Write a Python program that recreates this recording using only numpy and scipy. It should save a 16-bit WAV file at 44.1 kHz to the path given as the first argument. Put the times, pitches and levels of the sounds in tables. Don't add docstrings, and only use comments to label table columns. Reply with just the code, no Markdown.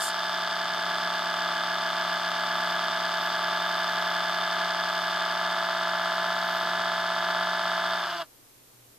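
import sys
import numpy as np
from scipy import signal
from scipy.fft import rfft, irfft
from scipy.io import wavfile
from scipy.ndimage import uniform_filter1d

SR = 44100
rng = np.random.default_rng(int(sys.argv[2]) if len(sys.argv) > 2 else 0)


def field_ratio(decibels):
    return 10 ** (np.asarray(decibels, dtype=float) / 20)


def master(y):
    cut = np.clip(np.atleast_2d(y).T, -1, 1)
    pcm = np.round(cut * 32767)
    wavfile.write(sys.argv[1], SR, pcm.astype(np.int16))


N = 396018
TIME_S = np.arange(N) / SR

# pitch_hz, side_minus_mid_db
PORT_SIDE = [(60, -6), (99, -14), (160, -23), (270, -9), (450, -33), (740, -14.5), (1210, -19),
             (2000, -7.5), (3310, -39), (4200, -8), (4600, -14), (5000, 0.5), (5900, 7.5), (9010, 6.5),
             (14900, 10)]
# pitch_hz, left_minus_right_db
PORT_PAN = [(60, 1), (99, -1), (160, -0.5), (270, -11.5), (450, 2.5), (740, -2.5), (1210, 1), (2000, 0.5),
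            (3310, -1), (4650, -1.5), (5460, -7.5), (6400, -5), (7900, -1), (9010, -1), (14900, 8)]


def rms_one(x):
    return x / np.sqrt(np.mean(x ** 2) + 1e-20)


def in_time(rows):
    s, *columns = np.transpose(rows)
    return [np.interp(TIME_S, s, column) for column in columns]


def at_hz(points, hz):
    pitch_hz, value = np.transpose(points)
    return np.interp(np.log(np.maximum(hz, 1)), np.log(pitch_hz), value)


def drift(rate_hz):
    pole = np.exp(-2 * np.pi * rate_hz * 40 / SR)
    slow = signal.lfilter([1], [1, -2 * pole, pole * pole], rng.standard_normal(N // 40 + 2002))[2000:]
    return np.interp(np.arange(N) / 40, np.arange(len(slow)), rms_one(slow))


def noise(spectrum, alike):
    hz = np.fft.rfftfreq(N, 1 / SR)
    likeness = np.clip(at_hz(alike, hz) if np.ndim(alike) else alike, 0, 1)
    mid, side = rfft(rng.standard_normal((2, N))) * field_ratio(at_hz(spectrum, hz))
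    ports = np.sqrt(1 + likeness) * mid + np.sqrt(1 - likeness) * side * [[1], [-1]]
    return rms_one(irfft(ports, N))


def causal(level_db, size=4096):
    cepstrum = irfft(level_db * np.log(10) / 20, size)
    cepstrum[1:size // 2] *= 2
    cepstrum[size // 2 + 1:] = 0
    return irfft(np.exp(rfft(cepstrum)), size)[:size // 2]


def smear(t60, first):
    grit = rng.standard_normal(2048) * field_ratio(-60 * np.arange(2048) / SR / t60)
    grit[0] = first
    flatten = causal(-20 * np.log10(abs(rfft(grit, 4096)) + 1e-3))
    return signal.fftconvolve(grit, flatten)[:1024]


def lock():
    return np.interp(TIME_S, [5.2, 5.73], [0, 1])


def rotor():
    # start_s, turning_hz, whirl_lead_hz
    spin = [(.06, 178.8, 32.1), (.2, 177.7, 33.1), (.7, 177.3, 33.36), (.94, 176.6, 33.55),
            (1.56, 175.9, 33.86), (1.9, 176.35, 33.84), (2.4, 176.15, 33.67), (2.94, 177.0, 33.42),
            (3.5, 176.75, 33.3), (3.8, 177.45, 33.15), (4.2, 176.6, 33.22), (4.55, 177.4, 33.15),
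            (4.8, 176.8, 33.08), (5.25, 177.15, 33.05), (5.7, 178.85, 32.52), (6.03, 178.15, 32.45),
            (6.2, 178.9, 32.53), (7.8, 179.15, 32.57)]
    # start_s, turning_hz, whirling_hz, grip_0_to_1
    coasting = [
        (7.972, 179.7, 211.3, 0.87),
        (8.031, 174.8, 204, 0.75),
        (8.1, 173.6, 190, 0.58),
        (8.2, 169.7, 181.3, 0.28),
        (8.27, 152, 176.2, 0.55),
    ]
    powered = [(s, hz, hz + lead_hz) for s, hz, lead_hz in spin]
    turning_hz, whirling_hz = in_time(powered + [row[:3] for row in coasting])
    hunt_hz = 0.15 * drift(4)
    grip = np.clip(in_time(coasting)[2], .01, 1)
    shake_turns = np.interp(lock(), [0, 1], [.004, .001]) + .03 * (1 - grip)
    shake = shake_turns * drift(25)
    return np.cumsum(turning_hz + hunt_hz) / SR + shake, np.cumsum(whirling_hz + hunt_hz) / SR + shake, grip


def effort():
    coast = np.interp(TIME_S, [7.97, 8.222], [0, 1])
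    after_s = np.clip(TIME_S - 8.222, 0, .2)

    def course(warm_db, cold_db, warm_s, coast_db, fall_db_per_s):
        cold = cold_db * np.exp(-TIME_S / warm_s)
        return warm_db + cold + coast_db * coast - fall_db_per_s * after_s

    tones_db = course(-29, -2.5, 1.7, 4, 898)
    knocks_db = course(-40.5, -0.5, .6, -2.5, 800)
    hum_db = course(-51, -5.5, 0.54, -15, 300)
    edge_db = course(0.5, 3.5, 0.28, -3, 0)
    return tones_db, knocks_db, hum_db, edge_db


def tones(turn, whirl, grip, tones_db, hum_db):
    main_orders = [(1, 0), (0, 1), (-1, 2), (-3, 4), (2, 0), (1, 1), (0, 2), (-1, 3)]
    high_orders = [(1, 2), (7, -3), (6, -2), (-1, 4), (4, 0), (1, 3), (-1, 5), (4, 1), (3, 2), (1, 4),
                   (6, 0), (-1, 6), (4, 2), (3, 3), (9, -2), (15, -7), (-4, 9), (1, 5), (7, 0), (-6, 11),
                   (6, 1), (12, -4), (5, 2), (-2, 8), (4, 3), (3, 4), (9, -1), (-4, 10), (2, 5), (8, 0),
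                   (1, 6), (-6, 12), (-1, 8), (5, 3), (11, -2), (17, -7), (-2, 9), (3, 5), (9, 0), (15, -5),
                   (-4, 11), (8, 1), (14, -4), (1, 7), (7, 2), (0, 8), (6, 3), (12, -2), (-1, 9), (5, 4)]
    top_orders = [(11, -1), (10, 0), (-4, 12), (7, 3), (0, 9), (5, 5), (-2, 11), (4, 6), (10, 1), (3, 7),
                  (-4, 13), (2, 8), (8, 3), (14, -2), (1, 9), (6, 5), (12, 0), (11, 1), (3, 8), (9, 3),
                  (1, 10), (6, 6), (5, 7), (0, 12), (6, 7), (-1, 14), (4, 10), (10, 5), (15, 1), (-4, 17),
                  (2, 12), (14, 2), (7, 8), (13, 3), (19, -2), (6, 9), (12, 4), (11, 5), (17, 0), (-2, 16),
                  (10, 6), (16, 1), (22, -4), (9, 7), (-4, 18), (21, -3), (2, 13), (8, 8), (14, 3), (1, 14)]
    bright_orders = [(7, 9), (0, 15), (6, 10), (12, 5), (5, 11), (11, 6), (16, 2), (-3, 18), (9, 8),
                     (15, 3), (21, -2), (2, 14), (8, 9), (14, 4), (20, -1), (1, 15), (7, 10), (13, 5),
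                     (6, 11), (12, 6), (18, 1), (5, 12), (11, 7), (17, 2), (4, 13), (10, 8), (16, 3),
                     (-3, 19), (22, -2), (3, 14), (21, -1), (2, 15), (8, 10), (14, 5), (20, 0), (1, 16),
                     (7, 11), (13, 6), (19, 1), (0, 17), (6, 12), (12, 7), (-1, 18), (5, 13), (11, 8),
                     (17, 3), (23, -2), (16, 4), (8, 11), (14, 6)]
    faint_orders = [(-4, 7), (2, 2), (-6, 9), (-7, 10), (2, 3), (8, -2), (-6, 10), (0, 5), (0, 6), (0, 7),
                    (-6, 8), (-3, 9), (-3, 7), (-5, 10), (-7, 9)]
    # level_db, change_once_locked_db
    main_levels = [(-49.5, 0), (-70.5, -1.5), (-61.5, -4), (-65, -2), (-55, 0.5), (-59.5, -2),
                   (-61.5, -4.5), (-72.5, 4)]
    high_levels = [(-47.5, 2), (-55, 2), (-45.5, 1.5), (-39, 3), (-44, -1.3), (-49, 0.2), (-37.5, -0.5),
                   (-49.5, 0), (-46, 1.5), (-45.5, 4.5), (-49.5, -1.5), (-52.5, -2), (-47, 1), (-54, 5.5),
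                   (-38, 0), (-57.5, -15.5), (-47, -14), (-41.5, -1), (-54, 2.5), (-49, -22), (-44.5, -5),
                   (-46, 4), (-49, 1), (-53, 1.5), (-46, -1), (-53, 9), (-47, 2.5), (-56, -16), (-48, 3.5),
                   (-51.5, -1), (-48, -3), (-48, 2), (-51, -4), (-50, 2), (-45, 4), (-56, -18), (-48.5, -9),
                   (-41.5, 0), (-56, -18), (-49, -1), (-49, -7), (-50, -6), (-52, -20), (-43.5, -9),
                   (-44.5, 2.5), (-49, 0.5), (-38, 0), (-46, -2), (-45.5, -20.0), (-50, 1)]
    top_levels = [(-55, 2.5), (-54.5, 1), (-58, -9.1), (-61, 5.8), (-59.5, 0), (-55, -2), (-63, 5),
                  (-58.5, -6), (-72, 8), (-54.5, 2.5), (-55, -2), (-57, -2), (-64, -1), (-57, -20.0),
                  (-51.5, -4), (-58, 4.5), (-62.5, -1), (-56.5, -0.5), (-66, -4), (-53.5, -2), (-58, -7.5),
                  (-68, 5), (-56, -22), (-65, -9.1), (-55, -0.5), (-57.5, 0.5), (-60, -4), (-56, -3),
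                  (-59, -20.0), (-64, -4), (-55.5, 2), (-58.5, 1), (-65, 8), (-54, -5), (-61, -20.0),
                  (-57, -2), (-67, -5), (-63, 1), (-61, 4), (-57, -20.0), (-59.5, 6), (-65.5, 2.5),
                  (-53.5, -20.0), (-56.5, 2.5), (-60, -20.0), (-63, -20.0), (-59, -4), (-52, -5),
                  (-61.6, -20.0), (-55, -6)]
    bright_levels = [(-56, 2.5), (-53, -7), (-54.5, 1), (-59, -8), (-68, -1), (-56.5, -7), (-61, 10),
                     (-69, 5), (-68, 5), (-62, 3), (-61, -20.0), (-71, -20.0), (-59, -7), (-64, -20.0),
                     (-63, -20.0), (-55, 7), (-57, -5), (-68, -3), (-65, -6), (-57, -2), (-55, -20.0),
                     (-60, 1), (-56, 3), (-61, -6.9), (-60, -20.0), (-55, -2), (-58, -20.0), (-61, -20.0),
                     (-66, 11), (-53, -1), (-54, -18), (-56, -10), (-58.5, 1.5), (-52.5, -6), (-57, -20),
                     (-56, -18), (-54, -2), (-51.5, -18), (-62, -20.0), (-55.5, 4), (-52.5, 2.8),
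                     (-56, -15), (-58, -18), (-55, -2.8), (-55, 7), (-60, -6), (-54.5, -1), (-75, -2),
                     (-62, -3), (-69.3, 7)]
    faint_levels = [(-55.5, 0.5), (-53, 3), (-63, -23), (-57.5, -20), (-57, -2), (-60, 5), (-57.5, -2),
                    (-63, 8), (-55, 0), (-54, 4), (-62, -23), (-55, -10), (-71, 10), (-62, -2), (-59, -20)]
    # start_s, level_db
    beat_sag = [
        (0, 1),
        (2.9, 3.5),
        (3.3, -6),
        (5.2, -4),
        (5.6, 0.5),
    ]
    orders = main_orders + high_orders + top_orders + bright_orders + faint_orders
    levels = main_levels + high_levels + top_levels + bright_levels + faint_levels

    def thin(v):
        return v[::4].astype(np.float32)

    turn_hz, whirl_hz = (uniform_filter1d(np.gradient(v), size=1600)[::4] * SR for v in (turn, whirl))
    flutter_db = 3 * np.clip(.95 - grip, 0, 1) ** .5
    wavers_db = [thin(0.5 * drift(1.9) + flutter_db * drift(14)) for _ in range(6)]
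    late_db = thin(-8 * np.exp(-TIME_S / .15))
    keen_db = thin(2 * np.exp(-TIME_S / .3))
    sag_db = in_time(beat_sag)[0][::4]
    turn, whirl, grip = thin(turn % 1), thin(whirl % 1), thin(grip)
    tones_db, hum_db, locked = thin(tones_db), thin(hum_db), thin(lock())
    dying = np.minimum(grip / grip[0], 1) ** 3.6
    out = np.zeros((2, len(turn)))
    for k, ((m, n), (level_db, change_db)) in enumerate(zip(orders, levels)):
        hz = m * 177 + n * 210.3
        chance = rng.random(2).tolist()
        db = level_db + 2 + change_db * locked + wavers_db[k % 6]
        hold = min(abs(n), 2)
        if hz > 500:
            db += tones_db + 31.3 + late_db * (1900 < hz < 2700) + keen_db * (hz > 3050)
        elif m + n == 2:
            db += tones_db + 31.0 - 6 * (1 - grip)
            hold = max(n - 1, 0)
        else:
            db += hum_db + 52.5 + sag_db * (n == 2)
        gain = np.exp(db * float(np.log(10) / 20)) * grip ** hold
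        if 500 < hz < 900:
            gain /= 1 + (540 / (m * turn_hz + n * whirl_hz)) ** 40
            if n > 1:
                gain *= dying
        angle = float(2 * np.pi) * (m * turn + n * whirl + chance[0])
        lag = float(field_ratio(at_hz(PORT_SIDE, hz))) * (0.19 + 1.5 * chance[1])
        pan = float(field_ratio(at_hz(PORT_PAN, hz) / 2))
        out[0] += gain * pan * np.sin(angle - lag)
        out[1] += gain / pan * np.sin(angle + lag)
    return signal.resample_poly(out, 4, 1, axis=1)[:, :N]


def knocks(turn, whirl, grip):
    # turning_angle_turns, whirling_angle_turns, strength_db
    spots = [(.65, 0.29, 1), (.7, 0.39, -1), (.95, 0.36, 1), (.15, 0.38, 0), (0.06, 0.43, -1),
             (.9, 0.74, 1), (.5, 0.78, -0.5), (.1, 0.78, -3.5), (.4, 0.3, -1), (.45, 0.11, -6),
             (.5, 0.65, -4), (0.08, 0.76, -2.5), (.85, 0.89, -7.5), (.2, 0.14, -4.5), (0.8, 0.59, -4),
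             (0.5, .92, -6.5)]
    stray_s = np.interp(lock(), [0, 1], [2e-5, 8e-6])
    clicks = np.zeros(N + 1)
    for turn_angle, whirl_angle, strength_db in spots:
        passes = np.arange(1, int(turn[-1])) + turn_angle
        chance = rng.standard_normal((len(passes), 2))
        at = np.interp(passes, turn, np.arange(N))
        at = np.clip(at + stray_s[at.astype(int)] * SR * chance[:, 0], 0, N - 1)
        i = at.astype(int)
        meet = np.exp(9.0 * grip[i] * (np.cos(2 * np.pi * (whirl[i] - whirl_angle)) - 1))
        size = meet * field_ratio(strength_db + 1.5 * chance[:, 1])
        np.add.at(clicks, i, size * (1 - at + i))
        np.add.at(clicks, i + 1, size * (at - i))
    return clicks[:N] / np.sqrt(uniform_filter1d(clicks[:N] ** 2, 4410) + 1e-9)


def casing(clicks, edge_db):
    # pitch_hz, level_db_per_hz
    low_colour = [(300, -55.5), (575, -20.5), (605, -6), (700, -6.5), (800, -9.5), (950, -8.5),
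                  (1200, -9.5), (1650, -6), (1760, -2)]
    high_colour = [(1850, -17), (2100, -10), (2400, -14), (2650, -17), (2950, -9), (3300, -6), (3600, -7),
                   (3850, -11), (4200, -13), (4650, -5.5), (5000, -9.5), (5400, -17), (6800, -35),
                   (8200, -27.5), (9600, -46)]
    # centre_hz, width_hz, level_db
    modes = [(1980, 88, 3), (2700, 18, -14), (3610, 80, 1), (4520, 74, 9.5)]
    hz = np.fft.rfftfreq(4096, 1 / SR)
    level_db = at_hz(low_colour + high_colour, hz)
    for centre_hz, width_hz, top_db in modes:
        level_db = level_db + 0.22 * top_db / (1 + (2 * (hz - centre_hz) / width_hz) ** 2)
    tighten = smear(0.008, first=4.32)[::-1]
    rubs = signal.fftconvolve(clicks, tighten)[1023:N + 1023]
    side = causal(level_db + at_hz(PORT_SIDE, hz))
    side = signal.fftconvolve(side, smear(0.006, first=0.84))[:2048]
    pan_db = at_hz(PORT_PAN, hz) / 2
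    left = np.roll(causal(level_db + pan_db), 1) + 0.86 * side
    right = causal(level_db - pan_db) - 0.8 * side
    rung = signal.fftconvolve(rubs[None], [left, right], axes=1)[:, :N]
    bright = signal.sosfilt(signal.butter(2, [2700, 4200], "band", fs=SR, output="sos"), rung)
    edge = signal.sosfiltfilt(signal.butter(2, 4200, "high", fs=SR, output="sos"), rung)
    return (rung + (field_ratio(edge_db) - 1) * edge) / np.sqrt(np.mean(bright ** 2))


def fin_air(knocks_db):
    # pitch_hz, level_db_per_hz
    colour = [(59, -66), (100, -51), (168, -17), (534, -16), (656, -13.5), (1200, -8), (2550, -14),
              (3580, -5), (9450, -26), (14000, -60)]
    return field_ratio(knocks_db - 3 + 0.28 * drift(5.9)) * noise(colour, 0.9)


def puff():
    # pitch_hz, level_db_per_hz
    colour = [(2350, -37), (4000, -31), (4470, -6), (6710, -3), (7270, 4.5), (7870, 0.5), (8950, 4.5),
              (10500, -6), (13500, -8), (14300, -23)]
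    # pitch_hz, level_db
    whistling = [(7111, -48), (7547, -53), (8942, -48), (9491, -58)]
    since_s = TIME_S - 0.035
    db = -33 - np.maximum(-194 * since_s, 98 * since_s)
    db = db - 400 * np.maximum(TIME_S - 0.087, 0)
    whistles = np.zeros(N)
    for hz, level_db in whistling:
        whistles += field_ratio(level_db + 4) * np.sin(2 * np.pi * (hz * TIME_S + 0.12 * drift(30)))
    return field_ratio(db) * (noise(colour, 0.32) + whistles / field_ratio(-33))


def stirring():
    # start_s, level_db, dying_s
    bumps = [(.42, -63.5, .1), (.78, -54, 0.17), (1.14, -62, 0.098), (1.43, -63, .12), (2.65, -68, .3),
             (3.03, -62, 0.11), (3.28, -59, .12), (3.57, -60, 0.073), (3.95, -56, .1), (4.25, -72, .2),
             (6.3, -63, .15), (6.62, -56, 0.28), (7.27, -66.5, 0.12), (7.77, -70.5, .2)]
    # centre_s, level_db, half_width_s
    wisps = [
        (2.62, -63, .1),
        (3.25, -52, .06),
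        (4.0, -62, .4),
        (4.98, -58, .1),
        (6.53, -54, .1),
    ]
    rumble_gain = np.full(N, field_ratio(-68.5))
    for s, db, dying_s in bumps:
        rumble_gain += field_ratio(db) * np.exp(np.minimum((TIME_S - s) / 0.11, (s - TIME_S) / dying_s))
    hiss_gain = field_ratio(-60 + 0.6 * drift(1.3))
    for s, db, width_s in wisps:
        hiss_gain += field_ratio(db - 6) * np.exp(-((TIME_S - s) / width_s) ** 2)
    rumble = noise([(40, -25), (80, -11), (120, -7), (250, -2.0), (500, 0), (900, -40)], 0.86)
    hiss = noise([(6000, -32.5), (8000, -29), (9800, -12), (12000, 2.5), (14200, 4.5)], 0.1)
    running = np.interp(TIME_S, [8.21, 8.27], [1, 0])
    return running * (rumble_gain * rumble + field_ratio(6.5) * hiss_gain * hiss)


def mains():
    swell = np.zeros(N)
    for s, db, width_s in [(8.49, -74, .08), (8.78, -68, 0.13)]:
        swell += field_ratio(db + 4.0) * np.exp(-((TIME_S - s) / width_s) ** 2)
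    groan_gain = field_ratio(-63) * np.interp(TIME_S, [6.55, 6.65, 7.0, 7.15], [0, 1, 1, 0])
    groan = groan_gain * np.sin(2 * np.pi * (101 * TIME_S + 0.1 * drift(8)))
    return swell * np.sin(2 * np.pi * 119.8 * TIME_S) + groan


def room_floor():
    # pitch_hz, level_db_per_hz
    colour = [(20, -14), (86, -19), (119, -5), (153, -17.5), (300, -11), (2000, -21), (10000, -21),
              (14200, -18)]
    # pitch_hz, likeness_0_to_1
    likeness = [(60, 0.77), (180, 0.55), (540, 0.12), (1640, 0.036), (4940, 0.03), (14900, 0.01)]
    return field_ratio(-53.5) * noise(colour, likeness)


def scene():
    turn, whirl, grip = rotor()
    tones_db, knocks_db, hum_db, edge_db = effort()
    edge_db = edge_db - 2 * lock()
    rattle = field_ratio(knocks_db) * casing(knocks(turn, whirl, grip), edge_db)
    fan = tones(turn, whirl, grip, tones_db, hum_db) + rattle + fin_air(knocks_db)
    return fan + puff() + stirring() + mains() + room_floor()


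def top_cut(x):
    return signal.sosfilt(signal.butter(12, 15480, fs=SR, output="sos"), x)


def record(dry):
    hz = np.fft.rfftfreq(N, 1 / SR)
    cut = irfft(rfft(dry) * (hz < 14230), N)
    return top_cut(cut)


dry = scene()
out = record(dry)
master(out)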